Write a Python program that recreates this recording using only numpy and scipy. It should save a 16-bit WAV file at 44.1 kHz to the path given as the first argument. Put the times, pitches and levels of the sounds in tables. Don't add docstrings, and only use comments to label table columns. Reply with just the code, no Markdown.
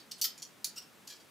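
import sys
import numpy as np
from scipy import signal
from scipy.fft import rfft, irfft, next_fast_len
from scipy.io import wavfile
from scipy.ndimage import uniform_filter1d

SR = 44100
rng = np.random.default_rng(int(sys.argv[2]) if len(sys.argv) > 2 else 0)


def ratio_of_db(decibels):
    return 10 ** (np.asarray(decibels, float) / 20)


def materialize(psi):
    bounded = np.clip(np.atleast_2d(psi).T, -1, 1)
    quanta = np.round(bounded * 32767).astype(np.int16)
    wavfile.write(sys.argv[1], SR, quanta)


N = 57330

LEAD = SR // 4


def rms_one(x):
    return x / np.sqrt(np.mean(x ** 2) + 1e-20)


def energy_one(x):
    return x / np.sqrt(np.sum(x ** 2) + 1e-20)


def at_hz(points, hz):
    return np.interp(np.log(hz + 1), np.log(np.array(points)[:, 0]), np.array(points)[:, 1])


def coloured(size, spectrum):
    hz = np.fft.rfftfreq(size, 1 / SR)
    return rms_one(irfft(rfft(rng.standard_normal(size)) * ratio_of_db(at_hz(spectrum, hz)), size))


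def drift(rate_hz):
    r = np.exp(-2 * np.pi * rate_hz / SR)
    return rms_one(signal.lfilter([1], [1, -2 * r, r * r], rng.standard_normal(N + LEAD + SR))[SR:])


def evened(x):
    even_hz = 250
    size = 2 * next_fast_len(2 * x.shape[-1])
    spectrum = rfft(x, size)
    broad = uniform_filter1d(abs(spectrum[:1]) ** 2, size=int(even_hz * size / SR))
    cepstrum = irfft(-np.log(broad + 1e-9), size) * (np.arange(size) < size // 2)
    cepstrum[:, 0] /= 2
    return irfft(spectrum * np.exp(rfft(cepstrum)), size)[:, :x.shape[-1]]


def air():
    # f/Hz, level/dB per Hz
    tone_points = [(30, -54), (60, -21), (100, -10.5), (210, -1.5), (600, -9), (1300, -10), (3000, -14.5),
                   (15500, -23)]
    # f/Hz, side minus mid/dB
    width_points = [(60, 1), (110, -1.5), (200, -4.5), (380, 10), (700, -6.5), (1290, -4.5), (2380, 6.5),
                    (4400, -16), (8120, -11), (15000, -19)]
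    air_db, wide_db, left_db = -60, -7.0, 0.3
    side_spectrum = [(hz, db + at_hz(width_points, hz)) for hz, db in tone_points]
    mid = coloured(N, tone_points)
    side = ratio_of_db(wide_db) * coloured(N, side_spectrum)
    return ratio_of_db(air_db) * (mid + side * [[1], [-1]]) * ratio_of_db([[left_db], [-left_db]])


def hook(touches, modes, clang, clang_db):
    clang_hz = [1000, 1900, 3000, 4800, 6800, 9000, 13500, 16000]
    ticks_per_s, tick_spread_db, mode_spread_db = 4000, 3.0, 1.2
    narrowest_hz, sharpest_q, low_cut_hz = 8, 95, 1050
    contact_s, clang_t60_s, hook_db = .00025, .012, -9
    out = np.zeros(N + LEAD + SR)
    t = np.arange(SR // 8) / SR
    tick_t = t[:SR // 50]
    contact = 1 - np.exp(-t / contact_s)

    hz, width_hz, mode_db = np.transpose(modes)[:, :, None]
    width_hz = np.maximum(width_hz, np.maximum(narrowest_hz, (hz - 2900) / sharpest_q * 2))
    decay = np.exp(-np.pi * width_hz * t)
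    rings = ratio_of_db(mode_db) * width_hz * decay * np.sin(2 * np.pi * hz * t) * contact
    colour = ratio_of_db(at_hz(list(zip(clang_hz, clang)), np.fft.rfftfreq(len(t), 1 / SR)))

    for s, db, chatter_s, start_db in touches:
        draw = rng.random((3, SR // 50))
        tick_amp = ratio_of_db(tick_spread_db * np.log(draw[1])) * np.sign(draw[2] - .5)
        ticks = (draw[0] < ticks_per_s / SR) * tick_amp
        ticks[0] = 1
        left_s = chatter_s - tick_t
        ticks = ticks * ratio_of_db(start_db * left_s / chatter_s) * np.clip(left_s * 1000, 0, 1)
        ticks = evened(ticks[None])[0]

        caught = np.clip(abs(np.exp(2j * np.pi * hz * tick_t) @ ticks), .25, 3)
        mode_amp = ratio_of_db(mode_spread_db * rng.standard_normal(len(modes))) / caught
        body = energy_one(mode_amp @ rings)

        burst = rng.standard_normal(len(t)) * ratio_of_db(-60 * t / clang_t60_s)
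        dying = evened(signal.fftconvolve(ticks, burst)[None, :len(t)])[0]
        dense = np.roll(irfft(rfft(dying) * colour, len(t)), 16) * (t < .08) * contact

        hit = signal.fftconvolve(ticks, body)[:len(t)] + ratio_of_db(clang_db) * energy_one(dense)
        start = int((s - contact_s) * SR) + LEAD
        out[start:start + len(hit)] += ratio_of_db(db + hook_db + 20.0) * hit
    low_cut = signal.butter(4, low_cut_hz, "high", fs=SR, output="sos")
    return signal.sosfilt(low_cut, out[:N + LEAD])


def first_hook(clang_db):
    # t/s, peak level/dB, chatter/s, start re end/dB
    first_hook_touches = [
        (-0.05, -25.5, 0.004, -4),
                          (0.1123, -27, 0.0078, -14.5),
    ]
    # f/Hz, width/Hz, level/dB
    first_modes = [(4040, 80, -5), (4520, 90, 0), (4850, 110, -5), (5260, 140, -2), (5700, 90, -9),
                   (6070, 90, -5), (7760, 130, -8), (8240, 140, -9), (11500, 200, -10), (15100, 250, -18)]
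    first_clang = [-44, -22, -8, 0, -10, -12, -19, -18]
    return hook(first_hook_touches, first_modes, first_clang, clang_db)


def thin_wire(clang_db):
    # t/s, peak level/dB, chatter/s, start re end/dB
    wire_touches = [
        (.1805, -43, 0.025, 0),
        (.824, -51.5, 0.0043, 0),
    ]
    # f/Hz, width/Hz, level/dB
    wire_modes = [(9000, 370, -4), (10300, 270, 19), (13200, 440, 6)]
    wire_clang = [-27, -35, 9, 3, 4, 3, -10, -9]
    return hook(wire_touches, wire_modes, wire_clang, clang_db)


def second_hook(clang_db):
    # t/s, peak level/dB, chatter/s, start re end/dB
    second_touches = [
        (.214, -21, .002, 0),
        (.2165, -18.5, .003, 0),
        (.2192, -19, .0025, 0),
        (.2235, -27, .002, 0),
        (.2265, -24, .005, 0),
        (.232, -28, .003, 0),
    ]
    # f/Hz, width/Hz, level/dB
    second_modes = [(2600, 80, -16), (4480, 70, 0), (4640, 70, 1), (5770, 70, -3), (6000, 70, 1),
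                    (6250, 70, -3), (7300, 120, -10), (9800, 200, -8), (13300, 200, -4), (13790, 200, -5),
                    (14550, 220, -8)]
    second_clang = [-50, -30, -10, -2, -4, -10, -6, -12]
    return hook(second_touches, second_modes, second_clang, clang_db)


def third_hook(clang_db):
    # t/s, peak level/dB, chatter/s, start re end/dB
    third_touches = [
        (.2404, -24, .0015, 0),
        (.242, -17.5, .002, 0),
        (.2445, -21, .002, 3),
        (.247, -22, .002, 0),
        (.2503, -24, .0015, 3),
        (.2525, -19, .002, 0),
        (.2562, -28, .0015, 0),
        (.2775, -40, 0.0029, 0),
    ]
    # f/Hz, width/Hz, level/dB
    third_modes = [(1350, 50, -13), (1900, 60, -14), (2310, 70, -9), (3150, 100, -11), (4630, 70, -4),
                   (4860, 90, -4), (5250, 90, 0), (5860, 95, -6), (6440, 130, -9), (8600, 120, -15),
                   (11300, 140, -8), (13570, 230, -1), (14200, 250, -5)]
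    third_clang = [-36, -14, -11, 0, -7, -18, -5, -17]
    return hook(third_touches, third_modes, third_clang, clang_db)


def fourth_hook(clang_db):
    # t/s, peak level/dB, chatter/s, start re end/dB
    fourth_touches = [
        (.3775, -36.5, 0.012, 8),
        (.399, -41, 0.0028, 14),
        (.4208, -35, 0.001, 0),
        (.423, -36.5, 0.0027, 10),
        (.426, -29, 0.012, 28),
        (.431, -49, 0.0044, 1),
        (.451, -41, 0.0028, 14),
        (.755, -38, 0.0088, -24),
    ]
    # f/Hz, width/Hz, level/dB
    fourth_modes = [(2440, 30, -7), (3270, 35, -4), (4410, 95, -2), (5000, 90, -9), (5710, 60, 0),
                    (5850, 60, -1), (6900, 100, -1), (7240, 110, -8), (9550, 220, -12), (11200, 200, -10),
                    (13200, 270, -15)]
    fourth_clang = [-38, -26, -13, -2, -2, -15, -15, -20]
    return hook(fourth_touches, fourth_modes, fourth_clang, clang_db)


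def fifth_hook(clang_db):
    # t/s, peak level/dB, chatter/s, start re end/dB
    fifth_touches = [
        (.6443, -21.5, .001, 3),
        (.6463, -20, .0015, 0),
        (.6488, -25, .002, 3),
        (.652, -29, .003, 0),
        (.6565, -33, 0.006, -1),
        (.667, -37, 0.006, -3),
        (.6845, -42, 0.002, 0),
    ]
    # f/Hz, width/Hz, level/dB
    fifth_modes = [(1870, 60, -22), (2440, 60, -15), (4230, 90, -6), (4600, 120, 1), (4940, 90, -3),
                   (5240, 110, -3), (5850, 90, -6), (6020, 90, -1), (7030, 110, 0), (9030, 150, -9),
                   (10050, 150, -9), (11100, 220, -6), (13000, 250, -10), (15200, 300, -14)]
    fifth_clang = [-34, -23, -13, 0, -5, -8, -10, -13]
    return hook(fifth_touches, fifth_modes, fifth_clang, clang_db)


def squeak():
    # t/s, level/dB, slip rate/Hz
    slide_points = [
        (0.754, -80, 2693),
        (.766, -48, 2708),
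        (0.774, -42.5, 2700),
        (.784, -39, 2833),
        (0.793, -56, 2862),
        (0.801, -79, 2690),
        (0.814, -71, 2725),
        (0.829, -57.5, 2665),
        (0.847, -64, 2680),
    ]
    overtones = [(.5, -18.5), (1, -8), (2, 0), (2.85, -13)]
    # f/Hz, level/dB
    grind_points = [(1000, -46), (2800, -2), (4300, 4), (5500, 15), (6500, -17), (7800, 4), (10000, -6),
                    (14000, -2.5)]
    slip_jitter, slip_flutter_db = .026, 3.2
    grind_db, grind_follows, full_db, grind_flutter_db = -1, 0.2, -33, 1.5
    s, db, hz = np.transpose(slide_points)
    t = (np.arange(N + LEAD) - LEAD) / SR

    slip_hz = np.interp(t, s, hz) * (1 + slip_jitter * drift(304))
    phase = 2 * np.pi * np.cumsum(slip_hz) / SR
    tone = sum(ratio_of_db(level_db + slip_flutter_db * drift(210)) * np.sin(k * phase) for k, level_db in overtones)

    follow_db = grind_follows * (np.interp(t, s, db) - full_db)
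    grind_level_db = grind_db + follow_db + grind_flutter_db * drift(300)
    grind = ratio_of_db(grind_level_db) * coloured(N + LEAD, grind_points)
    return ratio_of_db(np.interp(t, s, db, left=-140, right=-140)) * (tone + grind)


def lifted_hook(clang_db):
    # t/s, peak level/dB, chatter/s, start re end/dB
    lifted_touches = [(1.0725, -40, 0.0028, 6), (1.0755, -31.5, 0.0032, 0.5), (1.086, -40, 0.01, 7),
                      (1.0975, -36.5, 0.0016, 8), (1.102, -33, 0.0064, 3), (1.1105, -37, 0.0013, 13),
                      (1.12, -37, 0.0072, -13), (1.133, -40.5, 0.0059, -21), (1.15, -47, 0.016, -12),
                      (1.167, -46.5, 0.0057, 13), (1.198, -45, 0.02, 4)]
    # f/Hz, width/Hz, level/dB
    lifted_modes = [(2400, 40, -8), (2990, 40, -6), (4100, 60, -4), (4500, 60, 0), (4720, 60, 0),
                    (5200, 70, 1), (5910, 70, -2), (7050, 80, 2), (7800, 200, -8), (9600, 200, -15),
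                    (11430, 140, -11), (14900, 180, -13)]
    lifted_clang = [-36, -20, -8, 0, -4.5, -13, -15, -17]
    return hook(lifted_touches, lifted_modes, lifted_clang, clang_db)


def rail_ring(clang_db):
    # t/s, peak level/dB, chatter/s, start re end/dB
    rail_touches = [
        (1.089, -42, .002, 0),
        (1.103, -36, .002, 0),
    ]
    # f/Hz, width/Hz, level/dB
    rail_modes = [(1690, 10, 0), (3275, 8, 6)]
    rail_clang = [-30, -10, 0, 0, -10, -20, -20, -20]
    return hook(rail_touches, rail_modes, rail_clang, clang_db)


def room(x):
    # f/Hz, T60/s
    t60_points = [(1200, 0.38), (2800, 0.32), (4800, 0.22), (8000, 0.17), (14000, 0.14)]
    # f/Hz, side share/dB
    side_points = [(1000, -9), (4000, -6), (8000, -4), (11000, -23), (14000, -34)]
    early_s, early_db, tail_db, build_s = .0055, -12, -4.5, 0.00067
    t = np.arange(SR // 2) / SR
    band_hz = 500 * 2 ** np.arange(0, 5.4, .5)
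    early = ratio_of_db(early_db) * energy_one(np.clip((early_s - t) * 2000, 0, 1) * (t > .0005))
    echo = np.zeros((2, len(t)))
    for low, high in zip(band_hz, band_hz[1:]):
        hz = np.sqrt(low * high)
        decay = ratio_of_db(-60 * t / at_hz(t60_points, hz))
        tail = ratio_of_db(tail_db) * energy_one((1 - np.exp(-t / build_s)) * decay)
        noise = rng.standard_normal((2, len(t))) * np.sqrt(early ** 2 + tail ** 2)
        band_pass = signal.butter(2, [low, min(high, .45 * SR)], "band", fs=SR, output="sos")
        echo += signal.sosfilt(band_pass, noise) * ratio_of_db([[0], [at_hz(side_points, hz)]])
    echo[0, 0] += 1
    mid, side = signal.fftconvolve(evened(echo), x[None], axes=1)[:, :len(x)]
    return (mid + side * [[1], [-1]])[:, LEAD:]


def scene():
    clang_share_db = [2, 1, 0, -1, 0, -1, 6, -20]
    left_db = -0.3
    hooks = [first_hook, second_hook, third_hook, fourth_hook, fifth_hook, lifted_hook, thin_wire, rail_ring]
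    dry = sum(play(db) for play, db in zip(hooks, clang_share_db)) + squeak()
    return room(dry) * ratio_of_db([[left_db], [-left_db]]) + air()


def roll_off(x):
    return signal.sosfilt(signal.butter(12, 16470, fs=SR, output="sos"), x)


def record(dry):
    cutoff_hz = 16350
    low_pass = signal.cheby2(10, 40, cutoff_hz, fs=SR, output="sos")
    mix = signal.sosfiltfilt(low_pass, dry)
    return roll_off(mix)


dry = scene()
out = record(dry)
materialize(out)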